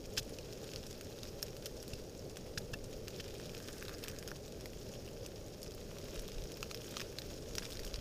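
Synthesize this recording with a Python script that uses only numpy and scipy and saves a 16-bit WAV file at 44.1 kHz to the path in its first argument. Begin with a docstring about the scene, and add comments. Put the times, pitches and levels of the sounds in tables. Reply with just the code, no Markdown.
"""A bright sizzle is heard first: eggs fry in a metal pan on a camp stove on a stony lake shore.
Countless small bubbles burst in the fat and merge into noise; larger ones pop or spit, and the stones
scatter each pop. The sizzle swells as a spatula works the eggs, rubbing by stick-slip friction and
knocking on the pan. Underneath, the burner's turbulent flame roars low and hisses, and eddies of a
breeze nudge the microphone, a step from the stove."""
import sys
import numpy as np
from scipy import signal
from scipy.fft import rfft, irfft
from scipy.io import wavfile
from scipy.ndimage import uniform_filter1d

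SR = 44100
rng = np.random.default_rng(int(sys.argv[2]) if len(sys.argv) > 2 else 0)


def wav_record(signal):
    """Record a signal, one row per channel, as 16-bit PCM in the file named by sys.argv[1]."""
    frames = np.transpose(np.atleast_2d(signal))
    bounded = np.clip(frames, -1, 1)
    # unit amplitude maps onto the largest positive 16-bit level
    quanta = np.round(bounded * 32767).astype(np.int16)
    wavfile.write(sys.argv[1], SR, quanta)


N = 352888
TIME = np.arange(N) / SR
HZ = np.fft.rfftfreq(N, 1 / SR)
MILLISECOND = np.sqrt(SR / 1000)  # gives a unit-energy click the energy of 1 ms at an rms of 1


def gain_of(db):
    """The decibel scale: 20 dB is a tenfold amplitude."""
    return 10 ** (np.asarray(db) / 20)


def unit_rms(x):
    """Power normalisation to an rms of 1."""
    return x / np.sqrt(np.mean(x ** 2) + 1e-20)


def unit_energy(x):
    """Energy normalisation: the squared samples sum to 1."""
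    return x / np.linalg.norm(x)


def level_at(spectrum, hz):
    """Interpolation of a spectrum on a logarithmic frequency axis."""
    frequencies, levels = np.transpose(spectrum)
    return np.interp(np.log(hz + 1), np.log(frequencies + 1), levels)


def coloured(x, spectrum):
    """Spectral shaping of a whole track, returned at an rms of 1."""
    return unit_rms(irfft(rfft(x) * gain_of(level_at(spectrum, HZ)), N))


def add(mix, start_s, sound):
    """Superposition: a sound adds to the mix from its onset."""
    part = mix[max(round(start_s * SR), 0):][:len(sound)]
    part += sound[:len(part)]


def drift(cutoff_hz):
    """Low-pass noise: a slow random fluctuation of rms 1."""
    return unit_rms(irfft(rfft(rng.standard_normal(N)) / (1 + (HZ / cutoff_hz) ** 4), N))


def hump(peak_s, length_s):
    """A raised-cosine envelope: a smooth rise to 1 and fall."""
    return np.cos(np.pi * np.clip((TIME - peak_s) / length_s, -.5, .5)) ** 2


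def held(start_s, end_s, ramp_share=0.36):
    """A tapered envelope: it rises to 1, holds and falls."""
    out = np.zeros(N)
    add(out, start_s, signal.windows.tukey(round((end_s - start_s) * SR), ramp_share))
    return out


# Wind pressure spectrum: (frequency [Hz], level [dB])
WIND_SPECTRUM = [(5, -3), (14, 2), (26, 6.5), (45, 4), (70, -7), (130, -27), (400, -73)]
# Gusts: (peak time [s], duration [s], level [dB])
WIND_GUSTS = [(2.9, .6, -54.5), (6.217, .14, -49), (6.382, 0.27, -48), (7.536, .14, -51),
              (7.92, 0.42, -44.5)]


def breeze(air_db=-56.8, lull_db=1.4, buffet_db=2):
    """Turbulent pressure fluctuation: eddies press on the microphone, harder in gusts."""
    air = gain_of(air_db + lull_db * drift(6.3))
    gusts = sum(gain_of(db) * hump(s, length) for s, length, db in WIND_GUSTS)
    buffeting = gain_of(buffet_db * drift(18))
    return (air + gusts) * buffeting * coloured(rng.standard_normal(N), WIND_SPECTRUM)


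# Spectrum of the flame under the pan: (frequency [Hz], level [dB])
FLAME_SPECTRUM = [(20, -16), (65, -1.5), (105, 1.5), (150, -1.5), (230, -4.5), (320, -5), (425, 0),
                  (500, -2.5), (610, -6), (700, -16), (820, -16), (950, -25.5), (1400, -26.5), (4000, -36)]


def burner(level_db=-49, flutter_db=0.73):
    """Combustion noise: the turbulent flame roars through the hollow under the pan."""
    return gain_of(level_db + flutter_db * drift(19)) * coloured(rng.standard_normal(N), FLAME_SPECTRUM)


def scatter(x, near_db=-5, far_db=-12, near_t60_s=0.026, far_t60_s=0.046):
    """Diffuse reflection: pan wall and stones return brief echoes, the shore a faint longer tail."""
    t = np.arange(SR // 8) / SR
    near, far = rng.standard_normal((2, len(t))) * (t > .0006)
    response = gain_of(near_db) * unit_energy(near * gain_of(-60 * t / near_t60_s))
    response += gain_of(far_db) * unit_energy(far * gain_of(-60 * t / far_t60_s))
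    response[0] = 1  # direct sound
    return signal.oaconvolve(x, response)


# Faint resonances of pan and burner: (frequency [Hz], bandwidth [Hz], boost [dB])
PAN_MODES = [(1190, 70, 2.5), (1600, 450, 1.5), (3188, 120, 2), (3429, 65, 2), (4968, 45, 4),
             (5580, 350, 2), (6650, 220, 2), (7126, 60, 2.5), (7378, 40, 4), (9950, 400, 1.5)]


def pan_ring(x):
    """Resonance: the metal lifts a few narrow bands."""
    lift_db = sum(db / (1 + (2 * (HZ - hz) / width) ** 2) for hz, width, db in PAN_MODES)
    return irfft(rfft(x) * gain_of(lift_db), N)


# Strokes along the pan: (start [s], end [s], level [dB])
SPATULA_STROKES = [(0.657, 0.974, -72), (3.076, 3.53, -61.5), (6.037, 6.496, -66), (6.863, 7.085, -59),
                   (7.55, 7.994, -78)]
# Resonances of the blade: (frequency [Hz], bandwidth [Hz], level [dB])
BLADE_MODES = [(2540, 150, 0), (2880, 220, -1), (3250, 240, -3), (3680, 280, -2), (4400, 600, -10)]


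def spatula_rub(slips_per_s=700, grit_db=5.0):
    """Stick-slip friction: random slips over the pan excite the blade's resonances."""
    pressure = sum(gain_of(db) * held(start, end) for start, end, db in SPATULA_STROKES)
    slipping = rng.random(N) < slips_per_s / SR
    slips = slipping * gain_of(grit_db * np.minimum(rng.exponential(1, N), 4))
    blade = sum(gain_of(db) / (1 + 1j * hz / width * (HZ / hz - hz / (HZ + 1)))
                for hz, width, db in BLADE_MODES)
    return unit_rms(irfft(rfft(slips) * blade, N)) * pressure


# Hollow knocks: (time [s], level [dB], duration [s], lowest mode [Hz], gain of upper modes [dB])
SPATULA_KNOCKS = [(.177, -41, .002, 1750, -8), (2.575, -42.5, .003, 1690, -15),
                  (2.7365, -42.5, .0061, 1690, 4.5), (3.1996, -46, .009, 3100, -22),
                  (4.3156, -41, .002, 1410, -17)]
# Modes of a knock: (frequency ratio [1], level [dB], time to decay by 60 dB [s])
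IMPACT_MODES = [(1, 0, .012), (1.6, -2, .012), (2.1, -12, .012)]


def spatula_knocks(contacts=5):
    """Impact excitation: the blade chatters on the pan, and each contact starts damped modes."""
    out = np.zeros(N)
    t = np.arange(SR // 25) / SR
    for s, db, length, hz, upper_db in SPATULA_KNOCKS:
        ring = sum(gain_of(level + upper_db * (ratio > 1) - 60 * t / t60)
                   * np.sin(2 * np.pi * hz * ratio * t) for ratio, level, t60 in IMPACT_MODES)
        knock = np.zeros(len(t))
        for progress in (np.arange(contacts) + rng.random(contacts)) / contacts:
            add(knock, progress * length, rng.uniform(0.16, 1) * ring)
        add(out, s, gain_of(db) * np.sqrt(length * SR) * unit_energy(knock))
    return scatter(out, near_db=-12)[:N]


def snap(centre_hz, spectrum, focus_db, ripple_db=3, size=512):
    """Impulsive rupture: a bubble's unit-energy click, weighted toward the pitch its size sets."""
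    hz = np.fft.rfftfreq(size, 1 / SR)
    octaves = np.log2((hz + 100) / centre_hz)
    ripple = unit_rms(uniform_filter1d(rng.standard_normal(len(hz)), size=9))
    db = level_at(spectrum, hz) - focus_db * np.minimum(octaves ** 2, 4) + ripple_db * ripple
    # minimum phase packs the energy at the onset
    cepstrum = irfft(np.log(gain_of(db)))
    cepstrum[1:size // 2] *= 2
    cepstrum[size // 2 + 1:] = 0
    return unit_energy(irfft(np.exp(rfft(cepstrum))))


def blip(hz, decay_cycles=1.6):
    """Damped oscillation: a tiny bubble rings briefly at its own pitch."""
    cycles = hz * np.arange(SR // 100) / SR
    return unit_energy(np.sin(2 * np.pi * cycles) * np.exp(-cycles / decay_cycles) * (1 - np.exp(-cycles)))


def random_times(per_s):
    """A Poisson process: independent events at a steady or changing rate."""
    return TIME[rng.random(N) < per_s / SR]


def ticks(per_s=2.5, level_db=-49.5, spread_db=2, low_hz=4670, high_hz=14000):
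    """Heavy damping: the smallest droplets burst with a thin, high tick."""
    out = np.zeros(N)
    for s in random_times(per_s):
        hz = low_hz * (high_hz / low_hz) ** rng.random()
        gain = gain_of(level_db + spread_db * rng.standard_normal()) * MILLISECOND
        add(out, s, gain * scatter(blip(hz, decay_cycles=0.4), near_db=0.5))
    return out


# Vigour of the boiling fat: (time [s], level above a simmer [dB])
BOIL_CURVE = [(0, -2), (.7, 1), (1.0, 0), (1.8, .3), (2.4, -2.5), (2.94, -0.84), (3.56, 1.5), (4.25, -0.1),
              (4.45, -1.7), (4.81, 0.64), (5.1, -1), (5.7, -1), (5.95, 1.5), (6.3, 1.5), (6.9, 2.4),
              (7.45, 1.2), (7.72, 3), (8.0, 2)]


def boil_db():
    """Amplitude envelope of the frying: how hard the fat boils at each moment."""
    return np.interp(TIME, *np.transpose(BOIL_CURVE))


def crackle(per_s=1500, spread_db=5, range_db=22, clumping=.45, ringing_above_hz=3800, bands=36):
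    """Shot noise: bubbles of many sizes burst at random, in loose clumps."""
    chance = per_s / bands / SR * np.exp(clumping * drift(25))
    strengths = gain_of(rng.exponential(spread_db, N) % range_db)  # loud bursts are rare
    out = np.zeros(N)
    for k, centre_hz in enumerate(np.geomspace(1700, 15000, bands)):
        onsets = np.flatnonzero(rng.random(N) < chance)
        bursts = np.zeros(N)
        bursts[onsets] = strengths[(onsets + k * N // bands) % N]
        # large bubbles only crack; half of the small ones ring
        crack = snap(centre_hz, [(20, 0), (20000, 0)], focus_db=6)
        grain = blip(centre_hz) if k % 2 and centre_hz > ringing_above_hz else crack
        out += signal.oaconvolve(bursts, scatter(grain))[:N]
    # whitening lets each family of bubbles take its own spectrum
    spectrum = rfft(out)
    mean_power = uniform_filter1d(abs(spectrum) ** 2, size=2001)
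    return unit_rms(irfft(spectrum / np.sqrt(mean_power + 1e-9), N))


STIR_SPAN_S = (3.42, 4.45)  # the spatula pushes wet egg over hot metal, which bubbles and sprays
# Spectra of slow bubbles, small bubbles, fine spray and wet egg: (frequency [Hz], level [dB])
SLOW_SPECTRUM = [(500, -33), (950, -0.5), (1350, 0.5), (1700, 0), (2100, -5.5), (2800, -14), (5000, -50)]
SMALL_SPECTRUM = [(1200, -52), (2100, -10.5), (2500, -0.5), (3300, -0.5), (4300, 1), (5300, 4.5), (5750, 3),
                  (6200, -1.5), (6650, 2), (7000, -4), (7600, -15.5), (9500, -47), (14000, -61)]
SPRAY_SPECTRUM = [(4000, -22), (7000, -3.5), (8000, 1.5), (9000, -3), (10000, -1.5), (12700, -4.5),
                  (13600, 2), (15300, -6), (17000, -5.5)]
WET_SPECTRUM = [(700, -39), (1200, -3), (1650, 5), (2100, -6), (2800, -15), (5000, -40)]


def sizzle(slow_db=-71.5, small_db=-60.5, spray_db=-68, wet_db=-67):
    """Modulated noise: crackle over a hiss of steam and gas follows the boil and the stir."""
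    boil = boil_db()
    stir = held(*STIR_SPAN_S, ramp_share=0.6)
    # (spectrum, envelope, hiss relative to crackle [dB])
    families = [(SLOW_SPECTRUM, gain_of(slow_db + 1.9 * boil), -6),
                (SMALL_SPECTRUM, gain_of(small_db + boil), -2),
                (SPRAY_SPECTRUM, gain_of(spray_db + 1.5 * boil + 2.5 * stir), -3),
                (WET_SPECTRUM, gain_of(wet_db) * stir, -5)]
    grains = crackle()
    return sum(envelope * coloured(grains + gain_of(hiss_db) * rng.standard_normal(N), spectrum)
               for spectrum, envelope, hiss_db in families)


# Spectrum of a large bursting bubble: (frequency [Hz], level [dB])
POP_SPECTRUM = [(100, -51), (700, 2.5), (1100, 4), (1550, 5), (2080, -0.5), (2500, 5), (4300, 3.5),
                (5300, 7), (6100, 3), (6700, 2.5), (8000, -7), (12500, -9.5), (14000, -11), (20000, -17)]


def pop(centre_hz, focus_db=2.5, pivot_hz=4400):
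    """Size scaling: the smaller the bubble, the more its crack leans to the treble."""
    db_per_octave = 4 * np.log2(centre_hz / pivot_hz)
    tilted = [(hz, db + db_per_octave * np.log2(hz / pivot_hz)) for hz, db in POP_SPECTRUM]
    return snap(centre_hz, tilted, focus_db, ripple_db=4.0)


# Steam pockets tearing open: (time [s], level [dB], duration [s], centre [Hz], puff level [dB])
STEAM_SPITS = [(.167, -46, 0.0036, 4800, -67), (0.173, -35, .016, 4200, -54),
               (0.185, -41.5, 0.016, 4200, -53), (1.661, -46.5, 0.01, 3760, -72),
               (1.9333, -46.5, 0.0077, 4500, -43.5), (2.5738, -40.5, .014, 4030, -44.5),
               (2.7328, -47, .011, 5010, -45.5), (3.197, -49.5, 0.016, 3430, -46.5)]


def spits(rise_octaves=1.26, puff_hz=105, puff_decay_s=0.0025, fizz_db=-12, bursts=48):
    """Pressure release: a puff of steam, a volley that brightens as the hole closes, a late fizz."""
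    out = np.zeros(N)
    t = np.arange(SR // 40) / SR
    puff = unit_rms(t * np.exp(-t / puff_decay_s) * np.sin(2 * np.pi * puff_hz * t))
    for s, db, length, centre_hz, puff_db in STEAM_SPITS:
        volley, spray = np.zeros((2, SR // 20))
        droplet = snap(12000, SPRAY_SPECTRUM, focus_db=7.0)
        for progress in (np.arange(bursts) + rng.random(bursts)) / bursts:
            strength = np.sqrt(progress) * (1 - progress) * rng.choice([-1, 1]) * rng.uniform(0.47, 1)
            hz = centre_hz * 2 ** (rise_octaves * (progress - 1 / 3))
            add(volley, progress * length, strength * pop(hz, focus_db=4.0))
            add(spray, (progress + 1 / 4) * length, strength * rng.standard_normal() * droplet)
        spit = unit_energy(volley) + gain_of(fizz_db) * unit_energy(spray)
        add(out, s, gain_of(db) * np.sqrt(length * SR) * scatter(spit, near_db=-14, far_db=-16))
        add(out, s, gain_of(puff_db) * puff)
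    return out


def lesser_pops(simmer_per_s=6.5, worked_per_s=20, simmer_db=-46, typical_hz=4200, fizz_db=-11):
    """Rate modulation: random rows like LOUD_POPS, more frequent as the fat boils or is worked."""
    boil = boil_db()
    worked = sum(held(start, end) for start, end, _ in SPATULA_STROKES) + held(*STIR_SPAN_S)
    times = random_times((simmer_per_s + worked_per_s * worked) * gain_of(1.6 * boil))
    level_jitter, pitch_jitter, fizz_jitter = np.clip(rng.standard_normal((len(times), 3)), -2, 2).T
    db = simmer_db + np.interp(times, TIME, boil) + 0.9 * level_jitter
    centre_hz = typical_hz * 2 ** (0.34 * pitch_jitter)
    return list(zip(times, db, centre_hz, db + fizz_db + 3 * fizz_jitter))


# Loud pops of fat: (time [s], crack level before trim [dB], centre [Hz], droplet level [dB])
LOUD_POPS = [(.387, -39, 4960, -60), (.7361, -39, 3970, -53), (0.7605, -34, 4380, -52),
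             (1.011, -40, 4400, -49), (1.2326, -37.5, 5270, -51), (1.428, -28.5, 6500, -37),
             (1.5672, -43, 4300, -50), (1.6585, -34.5, 6600, -41), (1.8277, -42, 5100, -47),
             (1.8794, -43.5, 6100, -47), (2.37, -40, 4440, -52), (3.082, -36.5, 3440, -46),
             (3.5485, -40, 3148, -50), (3.6853, -39.5, 4520, -52), (3.8256, -38, 2700, -48),
             (3.8824, -37.5, 3380, -50), (4.039, -36.5, 4400, -40), (4.0823, -36, 3870, -39),
             (4.1875, -39.5, 5900, -48), (4.227, -42, 2620, -54), (4.2768, -38, 4800, -45),
             (4.6578, -39.5, 2800, -45.5), (5.2628, -40.5, 6600, -46), (5.6309, -38.5, 5900, -47),
             (5.9853, -42.5, 5890, -56), (6.1943, -40, 4200, -46), (6.2868, -44.5, 2860, -56),
             (6.383, -45, 3580, -62), (6.439, -44, 4100, -51), (6.6289, -30.5, 3500, -47),
             (6.7127, -35.5, 3030, -48), (6.746, -34.5, 4130, -44), (6.969, -31, 3164, -50),
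             (6.9977, -36, 3600, -52), (7.004, -35, 3330, -49), (7.0154, -35, 3640, -51),
             (7.1863, -31, 5000, -48), (7.2193, -39, 4000, -54), (7.5532, -34.5, 4200, -41),
             (7.5832, -26.5, 4800, -47), (7.6542, -36.5, 4200, -59), (7.7713, -40, 4200, -52),
             (7.7932, -41, 3600, -51), (7.849, -39.5, 5460, -43), (7.942, -34.5, 3600, -54),
             (7.9593, -38, 4360, -56)]


def pops(trim_db=-1.0, rebound=0.24, needle_db=-5, fizz_t60_s=0.046):
    """Rupture and reflection: each pop cracks, rebounds off the pan wall and throws fine droplets."""
    out = np.zeros(N)
    t = np.arange(SR // 25) / SR
    for s, db, centre_hz, droplets_db in LOUD_POPS + lesser_pops():
        crack = gain_of(db + trim_db) * MILLISECOND * pop(centre_hz)
        add(out, s, scatter(crack, near_db=-10.5))
        add(out, s + rng.uniform(.0004, 0.0011), rebound * crack)
        # the film tears with a needle-sharp tick, then its droplets land
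        needle = snap(12300, SPRAY_SPECTRUM, focus_db=3.0, ripple_db=2.5)
        landings = rng.standard_normal(len(t)) * gain_of(-60 * t / fizz_t60_s)
        fizz = unit_energy(signal.fftconvolve(landings, needle))
        add(out, s, gain_of(droplets_db + needle_db) * MILLISECOND * needle)
        add(out, s, gain_of(droplets_db) * MILLISECOND * fizz)
    return out


def scene():
    """Superposition of stove, breeze and resonant pan at one microphone."""
    background = burner() + breeze()
    frying = sizzle() + pops() + ticks() + spits() + spatula_rub() + spatula_knocks()
    return (background + pan_ring(frying))[None]


def record(dry, cutoff_hz=15420):
    """Band limiting: a low-pass filter removes the highest treble."""
    lowpass = signal.firwin(511, cutoff_hz, window=("kaiser", 8), fs=SR)
    return signal.oaconvolve(dry, lowpass[None], "same")


dry = scene()
out = record(dry)
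wav_record(out)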